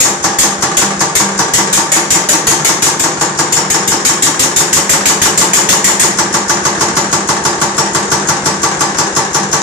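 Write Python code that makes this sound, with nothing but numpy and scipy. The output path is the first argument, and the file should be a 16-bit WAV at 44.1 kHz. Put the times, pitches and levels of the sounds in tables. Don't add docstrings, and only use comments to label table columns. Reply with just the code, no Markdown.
import sys
import numpy as np
from scipy import signal
from scipy.fft import rfft, irfft
from scipy.io import wavfile
from scipy.ndimage import uniform_filter1d

SR = 44100
rng = np.random.default_rng(int(sys.argv[2]) if len(sys.argv) > 2 else 0)


def digitize_waveform(pressure):
    field = np.atleast_2d(pressure).T
    bounded = np.clip(field, -1, 1)
    quanta = np.round(bounded * 32767).astype(np.int16)
    wavfile.write(sys.argv[1], SR, quanta)


N = 424241
TIME = np.arange(N) / SR


def from_db(db):
    return 10 ** (np.asarray(db) / 20)


def at_hz(points, hz):
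    known, values = np.transpose(points)
    return np.interp(np.log(np.maximum(hz, 1)), np.log(known), values)


def convolve(x, response):
    return signal.fftconvolve(np.atleast_2d(x), np.atleast_2d(response), axes=-1)[:, :N]


def coloured(x, spectrum, keep_power=True, size=4096):
    gain = from_db(at_hz(spectrum, np.arange(size // 2 + 1) * SR / size))
    cepstrum = irfft(np.log(gain))
    cepstrum[1:size // 2] *= 2
    cepstrum[size // 2 + 1:] = 0
    kernel = irfft(np.exp(rfft(cepstrum)))
    return convolve(x, kernel / np.linalg.norm(kernel) if keep_power else kernel)[0]


def clicks(times, levels_db, uneven_db=0):
    if uneven_db:
        levels_db = levels_db + rng.normal(0, uneven_db, len(times))
    out = np.zeros(N)
    inside = (times >= 0) & (times < (N - 1) / SR)
    out[(times[inside] * SR).astype(int)] = from_db(levels_db + np.zeros(len(times)))[inside]
    return out


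def gusts(kicks, rise_s, fall_s):
    age = TIME[:SR // 3]
    shape = (1 - np.exp(-age / rise_s)) * np.exp(-age / fall_s)
    return convolve(kicks, shape / np.linalg.norm(shape))[0] * rng.standard_normal(N)


def ring(kicks, pitch_hz, level_db, fade_s):
    decay = from_db(-60 / (fade_s * SR))
    angle = 2 * np.pi * pitch_hz / SR
    feedback = [1, -2 * decay * np.cos(angle), decay * decay]
    return from_db(level_db) * signal.lfilter([0, np.sin(angle)], feedback, kicks + 1e-18)


def glide(kicks, start_hz, end_hz, glide_s, level_db, peak_s):
    age = TIME[:SR // 5]
    hz = end_hz + (start_hz - end_hz) * np.exp(-age / glide_s)
    swell = (age / peak_s * np.exp(1 - age / peak_s)) ** 2
    tone = convolve(kicks, from_db(level_db) * swell * np.exp(2j * np.pi * np.cumsum(hz) / SR))[0]
    slow = signal.butter(2, end_hz / 8, fs=SR, output="sos")
    swirls = signal.sosfilt(slow, rng.standard_normal((2, N)))
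    flutter_depth = .35 * min(end_hz / 700, 1)
    swirls *= flutter_depth / swirls.std()
    return tone.imag * (1 + swirls[0]) + tone.real * swirls[1]


# time_s, turns_per_s
FLYWHEEL_SPEED = [(0.0, 5.17), (0.26, 5.231), (1.7, 5.207), (2.96, 5.818), (3.32, 5.601), (4.11, 5.771),
                  (5.84, 6.524), (6.34, 6.485), (8.32, 5.837), (9.6, 5.396)]
def crank_times(share, first_port_share=.2605):
    times = np.linspace(0, N / SR, 10000)
    turns = np.cumsum(np.interp(times, *np.transpose(FLYWHEEL_SPEED))) * times[1] - first_port_share
    return np.interp(np.arange(np.ceil(turns[-1])) + share, turns, times)


# start_s, end_s, level_db, length_s
COCK_OPEN = [(0, .5, -.5, 0.041), (.6, 1.6, -2.5, 0.017), (1.65, 2.9, -3, .045), (2.95, 3.1, -6, 0.0043),
             (3.45, 3.95, -5.5, 0.0078), (4, 4.65, -3, .05), (4.7, 6.1, -2.2, 0.045)]
def firings(lead_share=.246, catches_s=1.6):
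    times, port_times = crank_times(-lead_share), crank_times(0)
    fires = (times > catches_s) | (np.arange(len(times)) % 2 == 0)
    blast_db, blast_s = np.zeros((2, len(times)))
    for start_s, end_s, level_db, length_s in COCK_OPEN:
        vents = fires & (port_times > start_s) & (times < end_s)
        blast_db[vents], blast_s[vents] = level_db, length_s
    return times, blast_db, blast_s


def blasts():
    times, blast_db, blast_s = firings()
    vents = blast_s > 0
    return times[vents], blast_db[vents], blast_s[vents]


# time_s, level_db
EFFORT = [(0, 2.5), (1.5, 2.5), (2.2, 2.5), (4.5, 1.5), (5.4, 4.5), (6.3, 2.5), (9.6, 2)]
def strokes(loss_db=2, full_blast_s=0.062):
    times = crank_times(0)
    _, _, blast_s = firings()
    bled_db = loss_db * np.sqrt(np.clip(blast_s / full_blast_s, 0, 1))
    return times, np.interp(times, *np.transpose(EFFORT)) - bled_db


# pitch_hz, fade_s
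ROOM_FADE = [(60, 0.061), (200, 0.63), (1000, 0.6), (3000, 0.42), (7000, 0.38), (13000, 0.22)]
# pitch_hz, likeness (0 or less unrelated, near 1 the same)
EAR_LIKENESS = [(130, 1.13), (300, 0.81), (630, 0.77), (1300, -0.23), (3000, -0.02)]
def echoes(near_db, near_s, size=32768, bands=9):
    hz, age = np.arange(size // 2 + 1) * SR / size, TIME[:size]
    centres = np.geomspace(60, 14000, bands)
    noise = rfft(rng.standard_normal((2, size)))
    tail = 0
    for centre, weights in zip(centres, np.eye(bands)):
        band = irfft(noise * at_hz(list(zip(centres, weights)), hz))
        tail = tail + band * from_db(-60 * age / at_hz(ROOM_FADE, centre))
    spectrum = rfft(tail * (1 + from_db(near_db) * np.exp(-age / near_s)))
    broad_power = uniform_filter1d(uniform_filter1d(abs(spectrum) ** 2, size=90), size=60)
    mid, side = spectrum / np.sqrt(broad_power)
    alike = np.clip(at_hz(EAR_LIKENESS, hz), 0, .99)
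    ears = np.sqrt((1 + alike) / 2) * mid + np.sqrt((1 - alike) / 2) * side * [[1], [-1]]
    return irfft(ears)[:, :size * 3 // 4]


# time_s, share_of_way
LISTENER_WALK = [(0, 0), (3, .5), (6, .75), (9.7, .95)]
def workshop(x, near_db, near_s, spots):
    place = (spots - 1) * np.interp(TIME, *np.transpose(LISTENER_WALK))
    out = np.zeros((2, 2 * N))
    for spot in range(spots):
        nearby = np.flatnonzero(abs(place - spot) < 1)
        blend = np.cos((place[nearby] - spot) * np.pi / 2)
        heard = convolve(x[nearby] * blend, echoes(near_db, near_s))
        out[:, nearby[0]:nearby[0] + heard.shape[1]] += heard
    return out[:, :N]


def mic_rumble(level_db=-42.5, band_hz=(65, 220)):
    band = signal.butter(2, band_hz, "band", fs=SR, output="sos")
    air = signal.sosfilt(band, rng.standard_normal((2, N)))
    return from_db(level_db) * air / air.std()


# share_of_turn, level_db
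KNOCKS = [(.27, -9.5), (.47, 4), (.62, -1.5), (.78, 0.5)]
# pitch_hz, level_db
CLATTER_TONE = [(50, -33), (80, -29), (150, 3.5), (260, -3), (380, 0.5), (650, -4.5), (950, -4), (1700, -1),
                (2600, -13.5), (4500, -16), (7000, -6.5), (10000, -25.5), (15000, -74)]
def moving_parts(knock_db=7.0, rattle_db=3.0, rub_db=-29.0):
    kicks = sum(clicks(crank_times(share), level_db, uneven_db=2.5) for share, level_db in KNOCKS)
    rattle = from_db(rattle_db) * gusts(kicks, rise_s=0.00077, fall_s=0.0091)
    rub = from_db(rub_db) * rng.standard_normal(N)
    return coloured(from_db(knock_db) * kicks + rattle + rub, CLATTER_TONE)


# pitch_hz, level_db, fade_s
ROD_NOTE = [(1178, -20, 0.079)]
def rod_ring():
    return ring(clicks(crank_times(share=.47), 0, uneven_db=2), *ROD_NOTE[0])


# start_hz, end_hz, glide_s, level_db, peak_s
THUD_NOTE = [(87, 72, .02, -30.5, 0.013)]
def firing_thud():
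    return glide(clicks(crank_times(share=.77), 0), *THUD_NOTE[0])


# pitch_hz, level_db, fade_s
TANK_NOTE = [(197, -17, 1.25)]
# time_s, tank_db, hoot_db
BOOM_AND_HOOT = [(0, -13, -1), (.4, -0.5, 2), (.8, 1, 2), (1.5, 2, 2), (1.9, -37, 8.5), (3, -18, 4),
                 (4.2, -21, 4), (5, -29, -0.5), (9.6, -24, 1.5)]
def tank_boom(delay_s=.06, swell_s=0.0045, hold_s=0.19, choke_s=.012):
    pitch_hz, level_db, fade_s = TANK_NOTE[0]
    time_s, tank_db, _ = np.transpose(BOOM_AND_HOOT)
    times, _, _ = blasts()
    kicks = clicks(times + delay_s, np.interp(times, time_s, tank_db))
    age = TIME[:SR // 3]
    shape = (1 - np.exp(-age / swell_s)) * from_db(level_db - 60 * age / fade_s)
    choke = np.exp(-np.maximum(age - hold_s, 0) / choke_s)
    return convolve(kicks, shape * choke * np.sin(2 * np.pi * pitch_hz * age))[0]


# start_hz, end_hz, glide_s, level_db, peak_s
HOOT_NOTE = [(304, 369.5, 0.044, -21, 0.016)]
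def pot_hoot():
    times, stroke_db = strokes()
    time_s, _, hoot_db = np.transpose(BOOM_AND_HOOT)
    return glide(clicks(times, stroke_db + np.interp(times, time_s, hoot_db)), *HOOT_NOTE[0])


# pitch_hz, level_db, fade_s, delay_s
POT_RINGS = [(159.5, -31, 0.41, 0.0287), (198.7, -25, 0.41, .057), (332, -28.5, 1, 0.00796),
             (352.3, -30, 0.94, .04), (444, -24.5, 0.31, 0.01005), (793, -24, 0.66, .02),
             (892.3, -18, 0.18, .015), (906.7, -26, 0.89, .025), (1158, -16.5, 0.25, 0.00103),
             (1369, -18, 0.085, 0.01), (1724, -28, 0.39, .012), (2027, -22.5, 0.075, 0.017)]
# time_s, level_db
UPPER_RING_LEVEL = [(0, -1.5), (4.6, -2.5), (5.4, 0), (9.6, 2)]
def pot_rings(upper_above_hz=600):
    times, stroke_db = strokes()
    upper_db = np.interp(times, *np.transpose(UPPER_RING_LEVEL))
    out = 0
    for pitch_hz, level_db, fade_s, delay_s in POT_RINGS:
        kicks = clicks(times + delay_s, stroke_db + upper_db * (pitch_hz > upper_above_hz), uneven_db=2)
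        out = out + ring(kicks, pitch_hz, level_db, fade_s)
    return out


# start_hz, end_hz, glide_s, level_db, peak_s
PIPE_NOTES = [(102, 87, 0.026, -30.5, 0.022), (167.2, 124, 0.03, -24, 0.022),
              (1334.4, 740, 0.01574, -17.5, 0.012), (998, 1950, 0.01488, -18.5, 0.01),
              (211, 544.4, 0.03024, -23.5, 0.017)]
def pipe_notes(lead_s=0.004997):
    times, stroke_db = strokes(loss_db=7)
    return sum(glide(clicks(times - lead_s, stroke_db, uneven_db=2), *note) for note in PIPE_NOTES)


# pitch_hz, level_db
HISS_TONE = [(300, -25.5), (1500, -7.5), (3500, -21.5), (5200, -2), (6600, 3), (7500, 0), (9000, -10),
             (11000, -15), (15000, -46)]
def port_hiss(jet_db=18.5, jet_lead_s=.002, leak_db=8.5, leak_lead_s=0.0156):
    times, stroke_db = strokes(loss_db=1.5)
    kicks = clicks(times - jet_lead_s, stroke_db + jet_db)
    jet = gusts(kicks, rise_s=0.00036, fall_s=0.0061)
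    leak = gusts(clicks(times - leak_lead_s, stroke_db + leak_db), rise_s=0.00035, fall_s=0.0027)
    return coloured(.5 * kicks + jet + leak, HISS_TONE)


# pitch_hz, level_db
BLOW_OFF_TONE = [(40, -7.5), (75, -6), (150, -4), (400, -4.5), (1100, -10), (1950, -2.5), (2600, -8),
                 (3400, -5.5), (4200, -9), (5600, -5.5), (6900, 4.5), (7700, 1), (9200, -8), (14500, -18)]
def blow_off(jet_db=-4.5, burst_db=29.5, close_s=0.0078, sag_db_per_s=-68.0):
    times, levels_db, lengths_s = blasts()
    flow = np.zeros(N)
    for start_s, level_db, length_s in zip(times, levels_db, lengths_s):
        start = max(int(start_s * SR), 0)
        age = TIME[:min(SR // 5, N - start)]
        closing = np.exp(-np.maximum(age - length_s, 0) / close_s)
        flow[start:start + len(age)] += from_db(level_db + sag_db_per_s * age) * closing
    burst = gusts(clicks(times, levels_db + burst_db), rise_s=0.00041, fall_s=0.0044)
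    jet = from_db(jet_db) * flow * rng.standard_normal(N)
    return coloured(jet + burst, BLOW_OFF_TONE)


# pitch_hz, level_db
BARK_TONE = [(60, -21.5), (120, -25.5), (170, -1), (255, -10), (340, 1.5), (480, -4), (680, -4.5), (900, 2),
             (1150, 0.5), (1330, -7), (1700, -4), (2500, -12.5), (5000, -13), (12000, -55.5)]
def exhaust_bark(pop_db=19.0, rush_db=11.0):
    kicks = clicks(*strokes())
    rush = gusts(kicks, rise_s=0.0011, fall_s=0.035)
    return coloured(from_db(pop_db) * kicks + from_db(rush_db) * rush, BARK_TONE)


def scene(notes_to_room_db=-10.0):
    notes = pipe_notes() + pot_hoot() + firing_thud()
    ring_band = signal.butter(2, [130, 4000], "band", fs=SR, output="sos")
    notes += signal.sosfilt(ring_band, pot_rings() + tank_boom() + rod_ring())
    far_side = workshop(exhaust_bark() + from_db(notes_to_room_db) * notes,
                        near_db=-39.0, near_s=0.014, spots=5)
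    near_side = workshop(port_hiss() + blow_off() + moving_parts(), near_db=-0.5, near_s=0.01, spots=10)
    direct_notes = notes * from_db([[-.3], [.3]])
    return mic_rumble() + direct_notes + near_side + far_side


def limiter(x, ceiling_db=-5.0, release_db_per_s=54.0, sense_s=0.018):
    memory = np.exp(-1 / (sense_s * SR))
    power = signal.lfilter([1 - memory], [1, -memory], np.mean(x ** 2, axis=0))
    over_db = np.maximum(10 * np.log10(power + 1e-12) - ceiling_db, 0)
    recovery_db = release_db_per_s * TIME
    return x * from_db(recovery_db - np.maximum.accumulate(over_db + recovery_db))


# pitch_hz, left_minus_right_db
MIC_BALANCE = [(100, 0), (1000, 0.5), (2000, -1.5), (3200, 3), (5000, 6.5), (6400, 5.5), (7100, 8.5),
               (7900, -1), (10000, -0.5), (13000, -1)]
def record(dry, round_off_at=0.76, low_cut_hz=36, high_cut_hz=14950):
    ears = [coloured(ear, [(hz, sign * db / 2) for hz, db in MIC_BALANCE], keep_power=False)
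            for ear, sign in zip(dry, (1, -1))]
    held = limiter(np.array(ears))
    rounded = held / (1 + (held / round_off_at) ** 4) ** (1 / 4)
    low_cut = signal.butter(2, low_cut_hz, "high", fs=SR, output="sos")
    high_cut = signal.ellip(12, .1, 70, high_cut_hz, fs=SR, output="sos")
    return signal.sosfilt(high_cut, signal.sosfilt(low_cut, rounded))


dry = scene()
out = record(dry)
digitize_waveform(out)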